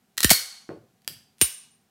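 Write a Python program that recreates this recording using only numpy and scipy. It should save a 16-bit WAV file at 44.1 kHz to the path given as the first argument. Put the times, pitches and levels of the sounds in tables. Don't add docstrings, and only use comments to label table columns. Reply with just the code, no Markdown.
import sys
import numpy as np
from scipy import signal
from scipy.fft import rfft, irfft
from scipy.io import wavfile
from scipy.ndimage import uniform_filter1d, minimum_filter1d

SR = 44100
rng = np.random.default_rng(int(sys.argv[2]) if len(sys.argv) > 2 else 0)


def volts_from_decibels(level):
    exponent = np.asarray(level, float) / 20
    return 10 ** exponent


def output_pcm(signal):
    pcm = np.clip(np.atleast_2d(signal).T, -1, 1) * 32767
    wavfile.write(sys.argv[1], SR, np.round(pcm).astype(np.int16))


N = 83790
T = np.arange(N) / SR


def band(x, hz, width):
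    r = np.exp(-np.pi * width / SR)
    angle = 2 * np.pi * min(hz, .45 * SR) / SR
    return signal.lfilter([1 - r, 0, r - 1], [1, -2 * r * np.cos(angle), r * r], x)


def fade(t, t60):
    return (t >= 0) * np.exp(-np.log(1000) * np.clip(t, 0, None) / t60)


def air():
    # (frequency [Hz], level [dB per Hz])
    spectrum = np.array([(18, -42.5), (30, -25), (239, -6), (319, -22), (364, -13), (540, -25),
                         (780, -15.5), (844, -23.5), (16000, -33.5)])
    level_db = -68
    hz = np.maximum(np.fft.rfftfreq(N, 1 / SR), 1)
    gain_db = np.interp(np.log(hz), np.log(spectrum[:, 0]), spectrum[:, 1])
    tone = irfft(rfft(rng.standard_normal(N)) * volts_from_decibels(gain_db), N)
    return tone * volts_from_decibels(level_db) / np.std(tone)


def room(x):
    # (frequency [Hz], t60 [s], level [dB])
    absorption = np.array([(100, 0.36, -34.5), (304, 0.24, -39), (750, 0.59, -44.5), (2000, 0.4, -39.5),
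                           (4500, 0.47, -39.5), (9000, 0.39, -42.5), (14000, 0.25, -38)])
    # (delay [s], level [dB])
    echoes = [(.0068, -16), (.0089, -15.5), (.019, -27.5)]
    onset_s = .005
    t = T[:int(.8 * SR)]
    log_hz = np.log(absorption[:, 0])
    tail = 0
    for hz in 90 * 2 ** np.arange(0, 7.6, .5):
        t60 = np.interp(np.log(hz), log_hz, absorption[:, 1])
        db = np.interp(np.log(hz), log_hz, absorption[:, 2])
        noise = band(band(rng.standard_normal(len(t)), hz, hz / 2), hz, hz / 2)
        tail = tail + volts_from_decibels(db) * fade(t, t60) * noise
    tail = tail * np.clip(t / onset_s - 1, 0, 1)
    for delay, db in echoes:
        tail[int(delay * SR)] += volts_from_decibels(db)
    return signal.fftconvolve(x, tail)[:N]


def floor_boards():
    starts = [.697, .697, .700, 1.096, 1.100]
    # (rms level [dB], centre [Hz], t60
    # [s])
    rumbles = [
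        (-34, 340, 0.24),
        (-49.5, 740, 0.17),
        (-44.5, 136, 0.44),
        (-57, 220, 0.18),
        (-52.5, 110, 0.36),
    ]
    out = 0
    for s, (db, hz, t60) in zip(starts, rumbles):
        rumble = band(band(rng.standard_normal(N), hz, hz), hz, hz)
        attack = np.clip((T - s) * hz, 0, 1)
        out = out + volts_from_decibels(db) * fade(T - s, t60) * attack * rumble / np.std(rumble)
    return out


def dummy_round():
    starts = [.6915, .6915, .6912, .7052]
    # (peak level [dB], frequency [Hz], t60 [s])
    knocks = [
        (-19.5, 330, 0.019),
        (-34, 610, 0.014),
        (-27, 1500, 0.0051),
        (-39, 258, 0.015),
    ]
    out = 0
    for s, (db, hz, t60) in zip(starts, knocks):
        t = T - s
        attack = np.clip(t * hz * 2, 0, 1)
        out = out + volts_from_decibels(db) * fade(t, t60) * attack * np.sin(2 * np.pi * hz * t)
    return out


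def jolts():
    starts = [.2463, .3122, .3128, 1.4165]
    # (peak level [dB], start frequency [Hz], end frequency [Hz], t60 [s])
    swings = [
        (-8.5, 470, 53, 0.097),
        (0.5, 820, 580, 0.023),
        (-4, 390, 94, 0.043),
        (-16.5, 546, 63.6, 0.086),
    ]
    glide_s = 0.0044
    out = 0
    for s, (db, start_hz, end_hz, t60) in zip(starts, swings):
        t = np.clip(T - s, 0, None)
        turns = end_hz * t + (start_hz - end_hz) * glide_s * (1 - np.exp(-t / glide_s))
        out = out - volts_from_decibels(db) * fade(T - s, t60) * np.sin(2 * np.pi * turns)
    return out


def contact_burst(contact_ms, bright_hz):
    low_hz, attack_s = 1302, 0.000281
    t = np.arange(1024) / SR
    f = np.fft.rfftfreq(len(t), 1 / SR)
    shape = np.clip(t / attack_s, 0, 1) * np.exp(-t * 1000 / contact_ms)
    grain = rfft(rng.standard_normal(len(t)) * shape)
    colour = f ** 4 / (f ** 4 + low_hz ** 4)
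    colour = colour * (.5 + 1 / (1 + ((f - bright_hz) / (1.2 * bright_hz)) ** 2))
    burst = irfft(colour * grain / np.abs(grain)) * shape ** .5
    return burst / np.max(np.abs(burst))


def ringing_body(modes):
    wobble = 0.7
    t = T[:SR // 2]
    body = 0
    for hz, db, t60 in modes:
        wander = wobble * np.cumsum(rng.standard_normal(len(t))) / 20
        body = body + volts_from_decibels(db) * fade(t, t60) * np.sin(2 * np.pi * hz * t + wander)
    return body - np.mean(body[:300]) * (t < 300 / SR)


def steel(hits, modes):
    crack, taps = np.zeros(N), np.zeros(N)
    for s, db, contact_ms, bright_hz in hits:
        burst = contact_burst(contact_ms, bright_hz)
        i = int(s * SR)
        crack[i:i + len(burst)] += volts_from_decibels(db) * burst
        taps[i + 8] = volts_from_decibels(db)
    return crack + signal.fftconvolve(taps, ringing_body(modes))[:N]


def trigger_reset():
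    # (time [s], peak level [dB], contact [ms], bright centre [Hz])
    hits = [
        (1.019, -50.5, 2.4, 3050),
        (1.047, -46, 1.2, 2497),
        (1.054, -73, 0.86, 12170),
        (1.066, -76, 1.3, 6000),
        (1.0772, -8.5, 0.43, 8640),
    ]
    # (frequency [Hz], level [dB], t60 [s])
    modes = [(1864, -26.5, 0.026), (3317, -10.5, 0.0078), (4740, -8, .01), (12990, -32, 0.013)]
    return steel(hits, modes)


def striker_fall():
    # (time [s], peak level [dB], contact [ms], bright centre [Hz])
    hits = [(1.3828, -44, 1.8, 2500), (1.3900, -60, .8, 5000), (1.3922, -43, 0.27, 10000),
            (1.3978, -49, 0.68, 10000), (1.4030, -46, 2.3, 4000), (1.4090, -36, 0.83, 4000),
            (1.4133, 0, 1.9, 5000), (1.4153, 2.5, 0.87, 9000), (1.4178, -8.5, 1.3, 9000),
            (1.4205, 2, 1.3, 10260), (1.4250, -2.5, 1.2, 7580), (1.4296, -9.5, 1.9, 10250),
            (1.4345, -10.5, 0.53, 10680), (1.4438, -12, 1.4, 10000)]
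    # (frequency [Hz], level [dB], t60 [s])
    modes = [(2740, -28.5, 0.064), (2926, -25, 0.035), (3556, -26, 0.016), (6500, -43, 0.034),
             (9000, -15.5, 0.12), (9700, -29.5, 0.023), (9844, -14.5, 0.013), (10300, -24.5, 0.03),
             (9680, -23, .008)]
    return steel(hits, modes)


def slide_pulled():
    # (time [s], peak level [dB], contact [ms], bright centre [Hz])
    hits = [(.1700, -33.5, 1.3, 5000), (.1775, -13.5, 1.4, 6860), (.1805, -6.5, 1.4, 4500),
            (.1895, -23.5, 1.6, 4630), (.2050, -5.5, 1.1, 6000), (.2140, -28, 2.5, 8000),
            (.2190, -23, 1.6, 3000), (.2303, -7, 1.3, 7000), (.2326, -7.5, 2.2, 6000),
            (.2358, -4.5, 2.2, 8000), (.2441, -2.5, 1.1, 7950), (.2455, 8.5, 1.3, 3720)]
    # (frequency [Hz], level [dB], t60 [s])
    scrape_modes = [(1904, -18.5, 0.023), (4200, -12, 0.012), (9440, -22.5, .02)]
    # (frequency [Hz], level [dB], t60 [s])
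    open_modes = [(1850, -15.5, 0.056), (3080, -22.5, .02), (4310, -36, 0.28), (7250, -27, 0.034),
                  (9000, -37, .1), (9350, -19.5, 0.04), (9180, -24.5, .1), (13500, -30.5, 0.38),
                  (14200, -23.5, .012)]
    gripped_s = 0.26
    damping = np.where(T < gripped_s, 1, fade(T - gripped_s, .02))
    return steel(hits[:-2], scrape_modes) + steel(hits[-2:], open_modes) * damping


def slide_shut():
    # (time [s], peak level [dB], contact [ms], bright centre [Hz])
    hits = [(.2938, -5, 1.3, 7490), (.2955, 1, 1.2, 3900), (.300, -16.5, 3.6, 4830), (.3032, 14, 3.6, 8040),
            (.3058, 16.5, 0.53, 7000), (.3095, 13.5, 0.6, 6500), (.3132, 10, 3.8, 9000),
            (.3185, 7, 0.83, 8070), (.3225, -5.5, 3, 6000), (.329, -1.5, 3, 8000), (.3325, 0.5, 3, 8000),
            (.338, -5.5, 1.3, 8000)]
    # (frequency [Hz], level [dB], t60 [s])
    modes = [(1930, -39.5, .05), (2216, -17.5, 0.017), (2823, -36.5, 0.11), (4320, -34, 0.11),
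             (4385, -27.5, 0.31), (4556, -34.5, 0.15), (6850, -26.5, 0.017), (8070, -28.5, 0.055),
             (9000, -33, .03), (9300, -34.5, 0.093), (10400, -30.5, 0.14), (14400, -25, 0.027)]
    return steel(hits, modes)


def scene():
    floor = dummy_round() + floor_boards()
    frame = jolts()
    pistol = slide_pulled() + slide_shut() + trigger_reset() + striker_fall()
    wet = room(pistol + volts_from_decibels(-2) * floor + volts_from_decibels(-25) * frame)
    return (pistol + frame + floor + wet + air())[None]


def low_pass(x):
    return signal.sosfilt(signal.butter(12, 16560, fs=SR, output="sos"), x)


def record(dry):
    low_cut_hz, top_hz = 45, 15600
    above_db, share = -22.5, 0.4
    attack_s, hold_s, release_s = .03, 0.1, 0.061
    x = signal.sosfilt(signal.butter(2, low_cut_hz, "high", fs=SR, output="sos"), dry[0])
    keep = np.exp(-1 / (attack_s * SR))
    power = signal.lfilter([1 - keep], [1, -keep], x ** 2)
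    over_db = np.maximum(10 * np.log10(power + 1e-12) - above_db, 0)
    hold, release = int(hold_s * SR) | 1, int(release_s * SR) | 1
    held = -minimum_filter1d(-over_db, hold, origin=hold // 2)
    duck_db = np.maximum(held, uniform_filter1d(held, release, origin=release // 2))
    x = np.tanh(x * volts_from_decibels(-share * duck_db))
    x = signal.sosfilt(signal.butter(8, top_hz, fs=SR, output="sos"), x)
    return low_pass(x[None])


dry = scene()
out = record(dry)
output_pcm(out)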